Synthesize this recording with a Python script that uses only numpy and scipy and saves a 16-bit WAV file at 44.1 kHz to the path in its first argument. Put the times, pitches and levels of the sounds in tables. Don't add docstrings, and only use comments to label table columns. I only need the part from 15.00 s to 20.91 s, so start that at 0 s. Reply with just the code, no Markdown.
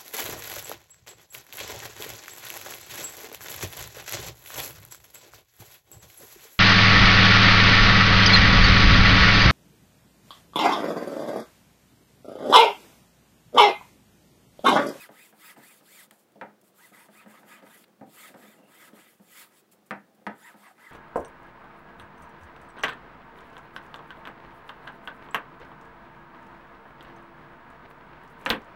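import sys
import numpy as np
from scipy import signal
from scipy.fft import rfft, irfft, next_fast_len
from scipy.io import wavfile
from scipy.ndimage import uniform_filter1d, map_coordinates

SR = 44100
rng = np.random.default_rng(int(sys.argv[2]) if len(sys.argv) > 2 else 0)


def transcribe(u):
    v = np.clip(np.atleast_2d(u).T, -1, 1)
    q = np.round(v * 32767).astype(np.int16)
    wavfile.write(sys.argv[1], SR, q)


def volts_from_db(level):
    exponent = np.asarray(level, float) / 20
    return 10 ** exponent


N = 260631
PAUSE_S = .006

# fastest moment in seconds, threads per second in Hz,
# level of the coarse lines in dB over the rasp, level of the fine lines in dB over the hiss.
LONG_STROKES = [
    (.012, 2535, 3, -18),
    (.227, 2524, 2, -12),
    (.475, 2533, 0, -9),
    (.695, 2499, -1, -13),
    (.954, 2362, 3, -11),
]
SHORT_STROKES = [
    (1.845, 2020, 0, -13),
    (2.017, 2526, -9, -9),
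    (2.2, 2546, -2, -12),
    (2.542, 2511, -7, -14),
    (2.766, 2035, -8, -22),
    (5.475, 1960, 2, -2),
    (5.841, 2070, -1, -9),
]
TILTED_STROKES = [
    (2.359, 2368, -1, -18),
    (5.656, 2310, -1, -3),
]
FAR_STROKES = [
    (3.241, 2225, -5, -16),
    (3.5, 2370, -5, -14),
    (3.813, 2210, -5, -13),
    (4.065, 2380, -6, -15),
    (4.386, 2241, -5, -19),
    (4.57, 1200, -12, -25),
]
# frequency in Hz, width in Hz, level in dB.
RASP_MODES = [(940, 58, 2), (1269, 51, 6), (1452, 39, -0.5), (1513, 70, -1), (1668, 58, 4), (1814, 77, 0),
              (2005, 91, 4.5), (2270, 150, -4), (2450, 140, -4.5), (2733, 135, -5.5), (3100, 190, -7.5),
              (3630, 220, -10), (4440, 900, -18)]
# frequency in Hz, density in dB per Hz.
HISS_COLOUR = [(1470, -12), (2500, -4.5), (2800, -8.5), (3520, -6.5), (3980, -12), (4330, -9), (6010, -13),
               (7280, -6), (8880, -7.5), (9730, -7.5), (13000, -7.5), (15500, -16)]


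def unit(x):
    return x / np.sqrt(np.mean(x ** 2) + 1e-20)


def along(points, hz):
    f, v = np.transpose(points)
    return np.interp(np.log(hz + 1), np.log(f + 1), v)


def wobble(rate, count):
    knots = rng.standard_normal(int(count * rate / SR) + 4)
    return map_coordinates(knots, [np.arange(count) * rate / SR])


def read(rows):
    s, *cols = np.transpose(rows)
    return [np.interp(np.arange(N) / SR, s, c) for c in cols]


def filtered(x, response):
    m = next_fast_len(len(x) + 8192)
    return irfft(rfft(x, m) * response(np.fft.rfftfreq(m, 1 / SR)), m)[:len(x)]


def resonances(peaks):
    return lambda f: sum((-1) ** k * volts_from_db(db) * 1j * f * w / (c * c - f * f + 1j * f * w)
                         for k, (c, w, db) in enumerate(peaks))


def stroke(middle):
    # moment the hand turns round, lands or lifts, in seconds.
    turns = [-.093, .095, .328, .565, .812, 1.075, 1.737, 1.92, 2.09, 2.262, 2.435, 2.625, 2.85, 3.06,
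             3.348, 3.615, 3.93, 4.21, 4.503, 4.62, 5.345, 5.556, 5.745, 6.0]
    k = np.searchsorted(turns, middle)
    return turns[k - 1] + PAUSE_S, turns[k] - PAUSE_S


def speed(start, fastest, end):
    t = np.arange(start, end, 1 / SR)
    rising = (fastest - t) / (fastest - start)
    falling = (t - fastest) / (end - fastest)
    return abs(np.cos(np.pi / 2 * np.where(t < fastest, rising, falling)))


def pressure():
    # hardest moment in seconds, hiss in dB, rasp in dB, rasp change from start to end in dB, peakedness.
    efforts = [(0.015, -50.8, -50.3, 22, 2.1), (0.254, -57.8, -59.4, -15, 0.7),
               (0.493, -54.3, -50.1, 13, 1.5), (0.616, -57.7, -53.4, -17, 0.1),
               (1.019, -53.3, -54.8, 10, 0.9), (1.854, -58.9, -58.7, -1, 0.5),
               (1.935, -58.4, -51.8, -1, 0.5), (2.153, -59.6, -55.9, 18, 1.3),
               (2.313, -62.2, -54.2, 2, 0.5), (2.504, -57.4, -49.8, 13, 2.3),
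               (2.796, -58.2, -61.2, -24, 0.9), (3.231, -51.4, -50.2, 18, 1.7),
               (3.435, -60.9, -55.1, -9, 0.9), (3.858, -56.6, -51.8, 7, 2.1),
               (3.963, -58.9, -50.6, -21, 1.5), (4.417, -49.2, -51.8, 14, 3.5),
               (4.584, -64.6, -68.6, -22, 0.3), (5.426, -61.0, -54.7, 16, 0.7),
               (5.571, -63.7, -56.2, 9, 0.5), (5.849, -65.8, -52.4, 6, 0.7)]
    lifted_db = -85
    hiss_rest, rasp_rest = .15, .3
    rasp_follows = .8
    levels = np.full((2, N + 2 * SR), volts_from_db(lifted_db))
    for hardest, hiss_db, rasp_db, lean_db, peaked in efforts:
        start, end = np.add(stroke(hardest), [-PAUSE_S, PAUSE_S])
        v = speed(start, hardest, end)
        way = (np.arange(len(v)) / SR + start - hardest) / (end - start)
        hiss = volts_from_db(hiss_db) * (hiss_rest + (1 - hiss_rest) * v ** peaked)
        rasp = volts_from_db(rasp_db + lean_db * way) * (rasp_rest + (1 - rasp_rest) * v ** (rasp_follows * peaked))
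        levels[:, round((start + 1) * SR):][:, :len(v)] = hiss, rasp
    smooth = abs(uniform_filter1d(levels, size=600, axis=1))
    return 20 * np.log10(smooth[:, SR:SR + N])


def threads(strokes, lines, hiss_db, rasp_db):
    coarse, fine = np.zeros((2, N + 2 * SR))
    for fastest, hz, coarse_db, fine_db in strokes:
        start, end = stroke(fastest)
        v = speed(start, fastest, end)
        count, first = len(v), round((start + 1) * SR)
        crossed = 2 * np.pi * np.cumsum(v * hz) / SR
        for k, db in lines:
            is_coarse = k < 2.5
            uneven = (.85 if is_coarse else .8) * wobble(300, count=count)
            flutter_db = 3 * wobble(110, count=count) + 1.2 * wobble(25, count=count)
            line = volts_from_db(db + flutter_db) * np.sin(k * crossed + uneven)
            layer, level_db = (coarse, coarse_db) if is_coarse else (fine, fine_db)
            layer[first:][:count] += volts_from_db(level_db) * v ** 1.8 * line
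        blur = unit(wobble(1100, count=count)) * np.sin(.72 * crossed)
        coarse[first:][:count] += volts_from_db(-8) * v * blur
    voiced = filtered(coarse[SR:SR + N], lambda hz: .6 + abs(resonances(RASP_MODES)(hz)))
    heard = filtered(fine[SR:SR + N], lambda hz: 1 - .5 / (1 + ((hz - 5800) / 900) ** 2))
    return volts_from_db(rasp_db - 2.5) * voiced + volts_from_db(hiss_db + 1.5) * heard


def fibres(grit_db):
    catches_db = grit_db * wobble(900, count=N) + grit_db * wobble(60, count=N)
    return rng.standard_normal(N) * volts_from_db(catches_db)


def patchy(x, patchy_db):
    z = signal.stft(x, nperseg=512)[2]
    field = uniform_filter1d(rng.standard_normal(z.shape), size=9, axis=0)
    field = uniform_filter1d(field, size=9, axis=1)
    return signal.istft(z * volts_from_db(patchy_db * unit(field)), nperseg=512)[1][:N]


def hand_motion():
    moving = np.zeros(N + 2 * SR)
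    for fastest, *_ in LONG_STROKES + SHORT_STROKES + TILTED_STROKES + FAR_STROKES:
        start, end = stroke(fastest)
        v = speed(start, fastest, end)
        moving[round((start + 1) * SR):][:len(v)] = v
    return abs(uniform_filter1d(moving[SR:SR + N], size=900))


def rubbing(hiss_db, rasp_db):
    # frequency in Hz, width in Hz, level in dB.
    edge_modes = [(3520, 870, -1.5), (5130, 1100, -3), (7770, 1660, -4), (9340, 1700, -1.5),
                  (11640, 1100, -0.5), (13200, 1040, 1), (15600, 1500, 5.5)]
    # frequency in Hz, width in Hz, level in dB.
    drone_modes = [(135.5, 32, -8.5), (208, 30, 3), (329.4, 110, -6), (507, 75, -4), (710, 245, -8)]
    # time in seconds, level in dB.
    leaning = [(0.0, -69), (1.76, -70), (2.62, -58), (2.9, -69), (3.45, -55), (3.7, -63), (3.95, -61),
               (4.2, -74), (4.4, -67), (4.76, -73), (5.2, -66), (5.91, -70)]
    moving = hand_motion()

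    def sheen(hz):
        return volts_from_db(along(HISS_COLOUR, hz)) * (1.2 + abs(resonances(edge_modes)(hz)))

    def sheet(hz):
        return resonances(RASP_MODES)(hz) * hz ** 2 / (hz ** 2 + 700 ** 2)

    hiss = unit(filtered(patchy(fibres(grit_db=1.25), patchy_db=2.1), sheen))
    rasp = unit(filtered(patchy(fibres(grit_db=1.8), patchy_db=2.8), sheet))
    dull = filtered(rasp, lambda hz: 1 / (1 + (hz / 1700) ** 4))
    rasp = dull + moving ** 0.5 * (rasp - dull)
    drone = unit(filtered(fibres(grit_db=3.0), resonances(drone_modes)))
    rubbed = volts_from_db(hiss_db) * moving ** .2 * hiss + volts_from_db(rasp_db - 5) * moving ** .15 * rasp
    return rubbed + volts_from_db(read(leaning)[0] + 1) * drone


def ring(modes, t, rise):
    total = 0
    for (hz, db, t60), (a, b, c) in zip(modes, rng.standard_normal((len(modes), 3))):
        swell = volts_from_db(db + 3.86 * a - 60 * t / t60) * (1 - np.exp(-t * hz / rise))
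        total = total + swell * np.sin(2 * np.pi * hz * (1 + 0.021 * b) * t + c)
    return total


def tail(decays, count):
    hz, t, z = signal.stft(rng.standard_normal(count), SR, nperseg=256)
    dying = volts_from_db(-60 * t / along(decays, hz)[:, None])
    x = signal.istft(z * dying, SR, nperseg=256)[1]
    return x / np.linalg.norm(x)


def knocks():
    # time in seconds, peak in dB, sheet ring in dB, click in dB.
    contacts = [(0.09, -41.5, -12.5, -18), (0.327, -49, -11, -15), (0.563, -39, -17, -20),
                (0.809, -51.5, -12.5, -10), (1.111, -52, -7, -5), (1.356, -40, -36, -23),
                (1.413, -31, -6, -28), (1.916, -48, -22, -25), (2.086, -47, -12.5, -26),
                (2.261, -42.5, -12, -24), (2.432, -46, -10.5, -29), (2.623, -42, -16, -15),
                (2.877, -52.5, -17, -20), (3.011, -32, -24, -37), (3.342, -41, -11, -15),
                (3.584, -53, -13, -19), (3.931, -41.5, -22, -20), (4.198, -47.5, -19.5, -24),
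                (4.909, -27.5, -2, -18.5), (5.108, -54, -30, -25), (4.732, -55, -14, -25),
                (5.215, -57, -14, -25), (5.267, -26, -4.5, -17), (5.542, -45, -10.5, -18),
                (3.632, -50, -20, -25), (5.781, -52, -8, -20)]
    # frequency in Hz, level in dB, 60 dB decay in seconds.
    bench_modes = [(138.6, -11.5, 0.081), (207, 4, .2), (296.6, -4.5, 0.16), (426.6, -12, 0.25),
                   (529.7, -0.5, 0.13), (672.4, -5.5, 0.064), (814.5, -10.5, 0.13)]
    sheet_modes = [(931, 9.5, 0.061), (1263, 12, 0.054), (1404, -1, 0.09), (1514, -10, 0.11),
                   (1840, 3.5, 0.04), (2087, 2.5, 0.041), (2443, -25, 0.027)]
    # frequency in Hz, width in Hz, level in dB.
    click_modes = [(2970, 580, 9), (5200, 1200, -1), (8400, 1000, -2.5), (13000, 3000, -13)]
    # frequency in Hz, density in dB per Hz.
    thud_colour = [(53, -48), (90, -16), (192, -4), (319, -6), (367, -10.5), (560, -4), (915, 0.5),
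                   (1110, -13), (1230, -4), (1850, -4), (6000, -36), (7800, -81), (13200, -120)]
    # frequency in Hz, 60 dB decay in seconds.
    thud_decay = [(150, 0.34), (500, 0.21), (1500, 0.2), (3000, 0.08), (6000, 0.018)]
    shop_decay = [(150, 0.2), (1000, 0.19), (3000, 0.26), (10000, 0.08)]
    out, t = np.zeros(N + 2 * SR), np.arange(SR // 3) / SR
    for s, db, sheet_db, click_db in contacts:

        def hard(hz):
            return volts_from_db(along(thud_colour, hz) + sheet_db / (1 + (900 / (hz + 1)) ** 4))

        click = filtered(rng.standard_normal(len(t)), resonances(click_modes))
        click = click * volts_from_db(click_db + 9 - 60 * t / .025) * (1 - np.exp(-(t / .003) ** 2))
        snap = volts_from_db(sheet_db + 11.5 - 60 * t / 0.0062) * np.sin(2 * np.pi * 1650 * t)
        dense = filtered(tail(thud_decay, count=len(t))[:len(t)], hard) * (1 - np.exp(-t / 0.0013))
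        board = volts_from_db(-11) * ring(bench_modes, t, rise=0.53)
        sheet = volts_from_db(sheet_db - 16) * ring(sheet_modes, t, rise=0.54)
        hit = board + sheet + volts_from_db(34.5) * dense + snap + click
        wet = signal.fftconvolve(hit, tail(shop_decay, count=SR // 2))
        out[round(s * SR):][:len(t)] += volts_from_db(db) * hit
        out[round((s + .004) * SR):][:len(wet)] += volts_from_db(db - 10.5) * wet
    return out[:N]


def slips():
    # time in seconds, peak in dB, length in seconds, low part in dB.
    scuffs = [(1.1094, -47, 0.0024, 1), (1.287, -69, .002, -9), (1.32, -67, .003, -5),
              (1.612, -63.5, 0.0067, -13), (1.636, -64.5, 0.034, -31.5), (1.67, -64, 0.026, -15),
              (2.839, -64.5, 0.007, 14), (2.88, -70, 0.0035, -3), (1.12, -64, 0.052, -22),
              (1.18, -65, .05, -27), (4.712, -57.5, .028, -12), (4.858, -63, .022, -15),
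              (4.887, -79, 0.0027, -12), (5.146, -69, .008, -19)]
    skin, low = np.zeros((2, N))
    t = np.arange(SR // 8) / SR
    for s, db, length, low_db in scuffs:
        scuff = np.clip(t / (.3 * length), 0, 1) / (1 + (t / length) ** 4)
        shape = scuff + volts_from_db(-16 - 60 * t / .15)
        skin[round(s * SR):][:len(t)] += volts_from_db(db - 1.5) * shape
        low[round(s * SR):][:len(t)] += volts_from_db(db - 5 + low_db) * shape
    bright = unit(filtered(fibres(grit_db=1.6), lambda hz: volts_from_db(along(HISS_COLOUR, hz)) * hz / (hz + 7000)))
    dull = unit(filtered(fibres(grit_db=1.6), resonances([(2200, 1500, 0), (4400, 900, -1)])))
    return skin * bright + low * dull


def squeaks():
    # start in seconds, length in seconds, frequency in Hz, level in dB.
    hums = [
        (2.701, 0.086, 3050, -67),
        (3.54, 0.2, 2780, -71),
        (5.6, 0.17, 760, -58),
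        (1.97, 0.13, 950, -61),
    ]
    out = np.zeros(N)
    for s, length, hz, db in hums:
        t = np.arange(0, length, 1 / SR)
        size = volts_from_db(db + 4 * wobble(87, count=len(t))) * np.sin(np.pi * t / length)
        phase = 2 * np.pi * hz * t + 1.5 * wobble(200, count=len(t))
        out[round(s * SR):][:len(t)] += size * np.sin(phase)
    return out


def workshop():
    # frequency in Hz, density in dB per Hz.
    air_colour = [(15, -74), (25, -17), (217, 2.5), (270, -12), (317, 0.5), (962, -14), (1100, -10.5),
                  (1940, -16.5), (5570, -24), (12900, -26.5), (16000, -22)]
    air = unit(filtered(rng.standard_normal(N), lambda hz: volts_from_db(along(air_colour, hz))))
    return volts_from_db(-65.5 + 0.267 * wobble(2.06, count=N)) * air


def scene():
    # multiple of the thread rate, level in dB.
    long_lines = [(1, 0), (1.5, -7), (2, -10), (3.07, 1), (4, 1), (6.1, 1)]
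    short_lines = [(.5, -6), (1, 0), (4, 0), (5, -8)]
    tilted_lines = [(.5, 0), (2, -16), (4, -1)]
    far_lines = [(1, 0), (1.55, 0), (6.1, 0)]
    hiss_db, rasp_db = pressure()
    grips = [(LONG_STROKES, long_lines), (SHORT_STROKES, short_lines),
             (TILTED_STROKES, tilted_lines), (FAR_STROKES, far_lines)]
    sung = sum(threads(strokes, lines, hiss_db, rasp_db) for strokes, lines in grips)
    return (sung + rubbing(hiss_db, rasp_db) + knocks() + slips() + squeaks() + workshop())[None]


def top_cut(x):
    return signal.sosfilt(signal.butter(12, 16890, fs=SR, output="sos"), x)


def record(dry):
    heard = filtered(dry[0], lambda hz: (1j * hz / (1j * hz + 85)) ** 3 * (hz < 15785))
    return top_cut(heard[None])


dry = scene()
out = record(dry)
transcribe(out)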